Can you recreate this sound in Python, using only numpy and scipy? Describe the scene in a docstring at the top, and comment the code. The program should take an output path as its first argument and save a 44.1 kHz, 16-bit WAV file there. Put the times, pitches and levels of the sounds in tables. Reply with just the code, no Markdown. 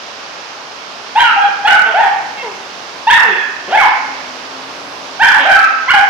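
"""Puppy against vacuum cleaner

A puppy barks in short bursts at a running vacuum cleaner in a hard, tiled room.
The vacuum is flickering air hiss, a nozzle rumble, an unsteady brush hum and a thin fan whine.
Each bark is a gliding stack of overtones shaped by the mouth; the room draws it out into a long ring.
A phone with one dull and one bright microphone overloads on the barks."""
import sys
import numpy as np
from scipy import signal
from scipy.fft import rfft, irfft, next_fast_len
from scipy.io import wavfile
from scipy.ndimage import uniform_filter1d

SR = 44100
rng = np.random.default_rng(int(sys.argv[2]) if len(sys.argv) > 2 else 0)


def generate_wav(signal):
    """Clip the signal to [-1, 1] and save it as 16-bit WAV at the path in sys.argv[1]."""
    frames = np.transpose(np.atleast_2d(signal))
    scaled = np.clip(frames, -1, 1) * 32767
    pcm = np.round(scaled).astype(np.int16)
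    wavfile.write(sys.argv[1], SR, pcm)


N = 268569


def undb(db):
    """Turn decibels into an amplitude factor."""
    return 10 ** (np.asarray(db) / 20)


def on_log(points, hz):
    """Read (f/Hz, value) points on a log-frequency axis."""
    f, value = np.transpose(points)
    return np.interp(np.log(hz + 1), np.log(f), value)  # + 1 keeps 0 Hz readable


def colour(x, gain):
    """Filter by a gain function of frequency."""
    size = next_fast_len(x.shape[-1])
    spectrum = rfft(x, size) * gain(np.fft.rfftfreq(size, 1 / SR))
    return irfft(spectrum, size)[..., :x.shape[-1]]


def unit(x):
    """Scale to an RMS of 1."""
    return x / np.sqrt(np.mean(x ** 2))


def walk(rate):
    """Smooth random wander of spread 1; a higher rate (Hz) wanders faster."""
    k = max(int(SR / rate), 1)
    noise = rng.standard_normal(N + 2 * k)
    smooth = uniform_filter1d(uniform_filter1d(noise, k), k)
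    return unit(smooth)[k:k + N]


def resonance(hz, centre_hz, width_hz):
    """Gain of a simple resonator: 1 at its centre, falling away on both sides."""
    return 1 / np.sqrt(1 + ((hz ** 2 - centre_hz ** 2) / (hz * width_hz)) ** 2)


def octave_band(x, centre_hz):
    """Cut out one band that fades to nothing an octave to either side."""
    def gain(f):
        octaves = np.clip(np.log2((f + 1) / centre_hz), -1, 1)
        return np.cos(np.pi / 2 * octaves) ** 2
    return colour(x, gain)


# Stereo width of diffuse sound: (f/Hz, likeness of left and right; below 0 is played as 0)
LIKENESS = [(60, 1), (110, 0.75), (190, 0.96), (330, 0.6), (570, 0.71), (1010, 0.3), (1770, -0.22),
            (3120, 0.21)]


def diffuse(count):
    """Two-channel noise, mostly alike in the bass and wider higher up, as mid plus and minus side."""
    mid, side = rng.standard_normal((2, count))
    mid = colour(mid, lambda f: np.sqrt((1 + np.clip(on_log(LIKENESS, f), 0, 1)) / 2))
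    side = colour(side, lambda f: np.sqrt((1 - np.clip(on_log(LIKENESS, f), 0, 1)) / 2))
    return np.array([mid + side, mid - side])


# Vacuum mix ahead of the microphones: (t/s, air hiss level/dB, nozzle rumble level/dB, brush hum level/dB)
VACUUM_LEVELS = [(0, -27.5, -37, -54), (.8, -28.5, -34.5, -52), (3.0, -28, -34, -56),
                 (4.2, -27, -34, -39.5), (4.901, -28, -31, -38), (5.2, -27.5, -35, -45),
                 (6.09, -27, -38, -44)]
# Tone of the air hiss: (f/Hz, relative level/dB per Hz)
HISS_SPECTRUM = [(30, -27), (100, -16.5), (200, -30.5), (400, -0.5), (700, 6.5), (1100, 8), (1500, 5.5),
                 (2000, 0), (2800, 2), (4000, -3), (5200, -3), (6300, -9.5), (7200, -19.5), (8500, -36.5),
                 (11000, -37.5), (15000, -78)]
RUMBLE_HZ, RUMBLE_WIDTH_HZ = 525, 1510
HUM_HZ, WHINE_HZ, WHINE_DB = 264, 6616, -63


def vacuum():
    """Air hiss whose bands flicker a little, rumble of the nozzle on the tiles, hum and fan whine."""
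    t = np.arange(N) / SR
    times, *columns = np.transpose(VACUUM_LEVELS)
    hiss_db, rumble_db, hum_db = (np.interp(t, times, column) for column in columns)

    air = colour(diffuse(N), lambda f: undb(on_log(HISS_SPECTRUM, f)))
    hiss = 0
    for centre_hz in 60 * 2. ** np.arange(9):
        flicker_db = .7 * walk(9)
        hiss = hiss + octave_band(air, centre_hz) * undb(flicker_db)

    rumble = colour(diffuse(N), lambda f: resonance(f + 1, RUMBLE_HZ, RUMBLE_WIDTH_HZ) ** 2)
    rumble = rumble * undb(1.3 * walk(1.4))  # slow swells

    hum_pitch = HUM_HZ * (1 + 0.0276 * walk(9.1))
    hum = undb(2.6 * walk(36)) * np.sin(2 * np.pi * np.cumsum(hum_pitch) / SR)
    whine_pitch = WHINE_HZ * (1 + 0.00039 * walk(9))
    whine = np.sin(2 * np.pi * np.cumsum(whine_pitch) / SR)

    noises = undb(hiss_db) * unit(hiss) + undb(rumble_db) * unit(rumble)
    return noises + undb(hum_db) * hum + undb(WHINE_DB) * whine


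# Decay of the tiled room: (f/Hz, time to fall by 60 dB/s)
ROOM_DECAY = [(200, 0.1), (800, 0.75), (2000, 1), (4000, 0.36), (9000, 0.18)]
ROOM_GAP_S, ROOM_BUILD_S = .012, 0.0043  # silence before the first echo, then time constant of the build-up


def room():
    """Echo tail for each microphone: octave bands of diffuse noise die at their own rate."""
    t = np.arange(int(1.2 * SR)) / SR
    noise = diffuse(len(t))
    tail = 0
    for centre_hz in 125 * 2. ** np.arange(7):
        decay = 1000 ** (-t / on_log(ROOM_DECAY, centre_hz))
        tail = tail + octave_band(noise, centre_hz) * decay
    tail = tail * (1 - np.exp(-np.maximum(t - ROOM_GAP_S, 0) / ROOM_BUILD_S))  # echoes arrive late and pile up
    return tail / np.sqrt(np.mean(np.sum(tail ** 2, axis=1)))


MOUTH_WIDTH_HZ, THROAT_HZ, THROAT_WIDTH_HZ, MUZZLE_TOP_HZ = 560, 3000, 1000, 3900


def vocal_tract(f, mouth_hz, throat_db):
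    """Mouth resonance plus throat resonance; little gets out of the muzzle above them."""
    mouth = resonance(f, mouth_hz, MOUTH_WIDTH_HZ) ** 2
    throat = undb(throat_db) * resonance(f, THROAT_HZ, THROAT_WIDTH_HZ) ** 2
    return (mouth + throat) / np.sqrt(1 + (f / MUZZLE_TOP_HZ) ** 12)


CORD_TILT_DB = -3  # per octave of overtone number
RASP_HZ, RASP_WIDTH_HZ = 1800, 970
ATTACK_S, RELEASE_S = 0.0086, 0.0068
# A bark scoops up in the chest voice, breaks into a high yelp that falls, and may trail off in a low moan.
# One row per note, ahead of room and microphones: (start t/s, length t/s, pitch at start f/Hz,
#     at middle f/Hz, at end f/Hz, level/dB, swell from start to end level/dB, mouth resonance over pitch,
#     throat resonance level/dB, roughness 0-1, every-second-cycle share 0-1, squared when played)
BARK_NOTES = [ (1.152, .043, 769.5, 907.4, 953, -5, 7, 0.97, -9, 0.14, .1),
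              (1.188, 0.047, 1531, 1586, 1492, -9.5, 0.5, 0.96, 1, .4, 0.91),
              (1.232, 0.085, 1487, 1387, 1240, -12, -6, 1, -3, 0.13, 0.23),
              (1.36, 0.037, 803, 807.5, 822, -9.5, 5, 1.17, -23, 0.052, .2),
              (1.412, 0.045, 824, 812, 730, -18, -3, 1.5, -11, 0.083, 0.37),
              (1.642, 0.027, 754, 825, 860, -7.5, 15, 1.3, -16, 0.088, .05),
              (1.666, 0.0299, 1327, 1459, 1560, -8, 2.5, 0.8, -7, 0.45, 0.74),
              (1.693, 0.085, 1502, 1487, 1180, -11.5, -10, 0.9, -20, 0.11, 1),
              (1.853, 0.083, 461, 444, 420, -22, -10, 1.8, -4, 0.23, 0.87),
              (1.938, 0.079, 622, 839.6, 944, -9.5, 1, 1.3, -26, 0.08, .06),
              (2.022, 0.085, 865, 783, 787, -14.5, -10.5, 1.18, -14.5, 0.26, 0.47),
              (2.368, 0.062, 546, 540, 532, -26.5, 7, 4.44, -17, 0.12, .1),
              (2.424, 0.11, 527, 420, 376, -26, -14, 1.51, -21, 0.11, 0.19),
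              (3.068, 0.033, 837, 927, 988, -4.5, -4.5, 1.22, -13.5, 0.05, .02),
              (3.097, 0.064, 1516, 1821, 1746, -8.5, -5, 1.134, -5, .35, .6),
              (3.16, 0.057, 1746, 1195, 634, -16, -7, 0.97, -13, 0.1, 0.13),
              (3.225, 0.2, 890, 860.3, 820, -23.5, -2.5, 2.05, -2.5, 0.29, .2),
              (3.236, 0.1, 524.6, 425, 368, -25.5, 6.5, 0.74, -4, 0.037, 0.41),
              (3.672, 0.056, 346.4, 429, 699, -23, 9, 1.36, -3, 0.26, 1),
              (3.72, 0.051, 658, 818, 887, -8, 3, 1.31, -19, 0.15, .02),
              (3.77, 0.051, 1051, 1129, 1115, -17, -22.5, 1.9, -18.5, 0.14, .1),
              (3.782, 0.037, 1770, 1514, 1162, -13.5, 22, 1.0, -15, 0.46, .02),
              (3.815, 0.052, 1116, 978.7, 755, -10, 4, 1.04, -9, 0.15, .02),
              (5.192, 0.039, 679, 852.6, 958, -8, 15, 1.455, -24.5, 0.07, .05),
              (5.226, 0.041, 1501, 1584, 1550, -7, -8, 1.157, -17, 0.28, 0.67),
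              (5.261, .055, 1632, 1722, 1248, -10, -3, 1.2, -24, 0.11, .2),
              (5.31, 0.065, 1244, 953.6, 708, -16.5, -2, 1.15, -9, 0.56, 0.14),
              (5.37, 0.073, 619, 567.4, 518, -22, 3, 0.9, 12, 0.42, 0.99),
              (5.447, 0.056, 559, 767, 797, -11.5, 3.5, 1.42, -21, 0.088, 0.12),
              (5.494, .066, 1495, 1582, 1727, -12.5, -21.5, 1.02, -17, 0.2, 0.89),
              (5.558, 0.107, 1332, 1314, 1315, -14, -4, 1.2, -29, 0.22, 0.11),
              (5.877, .026, 966, 1050, 1200, -9.5, 7, 1.49, -29, 0.043, 0.34),
              (5.897, 0.033, 1306, 1472, 1500, -5.5, -5, 1.13, -7, 0.21, .15),
              (5.934, 0.07, 836.6, 796.6, 747, -8, -11.5, 1.42, -24.5, 0.13, 0.24), ]


def puppy():
    """Overtones of the vocal cords through mouth and throat; rough cords waver in pitch and size."""
    out = np.zeros(N)
    # air rushing through cords that do not close cleanly
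    breath = rng.standard_normal(N)
    rasp = unit(colour(breath, lambda f: resonance(f + 1, RASP_HZ, RASP_WIDTH_HZ) ** 2))
    waver, flutter = .07 * walk(400), walk(300)  # of pitch and of size

    for start, length, hz0, hz1, hz2, db, swell_db, gape, throat_db, rough, half in BARK_NOTES:
        at = np.arange(int(start * SR), min(int((start + length) * SR), N))
        t = at / SR - start
        u = t / length
        # an arch through three pitches
        pitch = hz0 * (1 - u) * (1 - 2 * u) + hz1 * (2 * u) * (2 - 2 * u) + hz2 * u * (2 * u - 1)
        fades = np.clip(t / ATTACK_S, 0, 1) * np.clip((length - t) / RELEASE_S, 0, 1)
        gain = undb(db + swell_db * (u - .5)) * fades
        half_phase = np.pi * np.cumsum(pitch * (1 + rough * waver[at])) / SR  # runs at half the pitch

        tones, power = 0, 0
        # half-steps of the pitch: odd ones sound when strong and weak cycles alternate
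        for k in range(1, 17):
            tract = vocal_tract(k * pitch / 2, gape * pitch, throat_db)
            share = np.clip(half, 0, 1) ** 2 if k % 2 else 1
            size = tract * undb(CORD_TILT_DB * np.log2(k / 2)) * share
            tones = tones + size * np.sin(k * half_phase + k * k)
            power = power + size ** 2 / 2

        voiced = (1 + rough * flutter[at]) * tones / np.sqrt(power)
        out[at] += gain * (voiced + rough * rasp[at])
    return out


# How much of the voice reaches the phone by way of the walls as the puppy turns: (t/s, level/dB)
WALL_SEND = [(1.15, -5.5), (1.4, -1), (1.701, -2), (2.0, -4.5), (2.45, -9.5), (3.08, -4.5), (3.15, -1.5),
             (3.75, -3), (3.85, -4.5), (5.2, -4), (5.5, -0.5), (5.9, -4)]


def scene():
    """The puppy, direct and through the room, over the vacuum cleaner."""
    voice = puppy()
    direct = np.array([np.roll(voice, 3), voice])  # the left side hears it 3 samples later
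    walls = voice * undb(np.interp(np.arange(N) / SR, *np.transpose(WALL_SEND)))
    ring = signal.fftconvolve(walls[None], room(), axes=1)[:, :N]
    return direct + ring + vacuum()


# Tone of the left microphone, the right being its mirror in dB: (f/Hz, level/dB)
LEFT_MIC_TONE = [(100, 1), (600, 0.8), (1300, -0.45), (2200, -4), (3000, -2), (4200, -5), (6400, -6.5),
                 (8500, -8), (14000, -6)]
GAIN_DB, TOP_HZ = -1.37, 15100


def record(dry):
    """Dull left and bright right microphone, a converter that clips at full scale, a steep top cut."""
    mirror = np.array([[1], [-1]])
    mics = colour(dry, lambda f: undb(GAIN_DB + mirror * on_log(LEFT_MIC_TONE, f)))
    clipped = np.clip(mics, -1, 1)
    top_cut = signal.ellip(8, .2, 70, TOP_HZ, fs=SR, output="sos")
    return signal.sosfilt(top_cut, clipped)


dry = scene()
out = record(dry)
generate_wav(out)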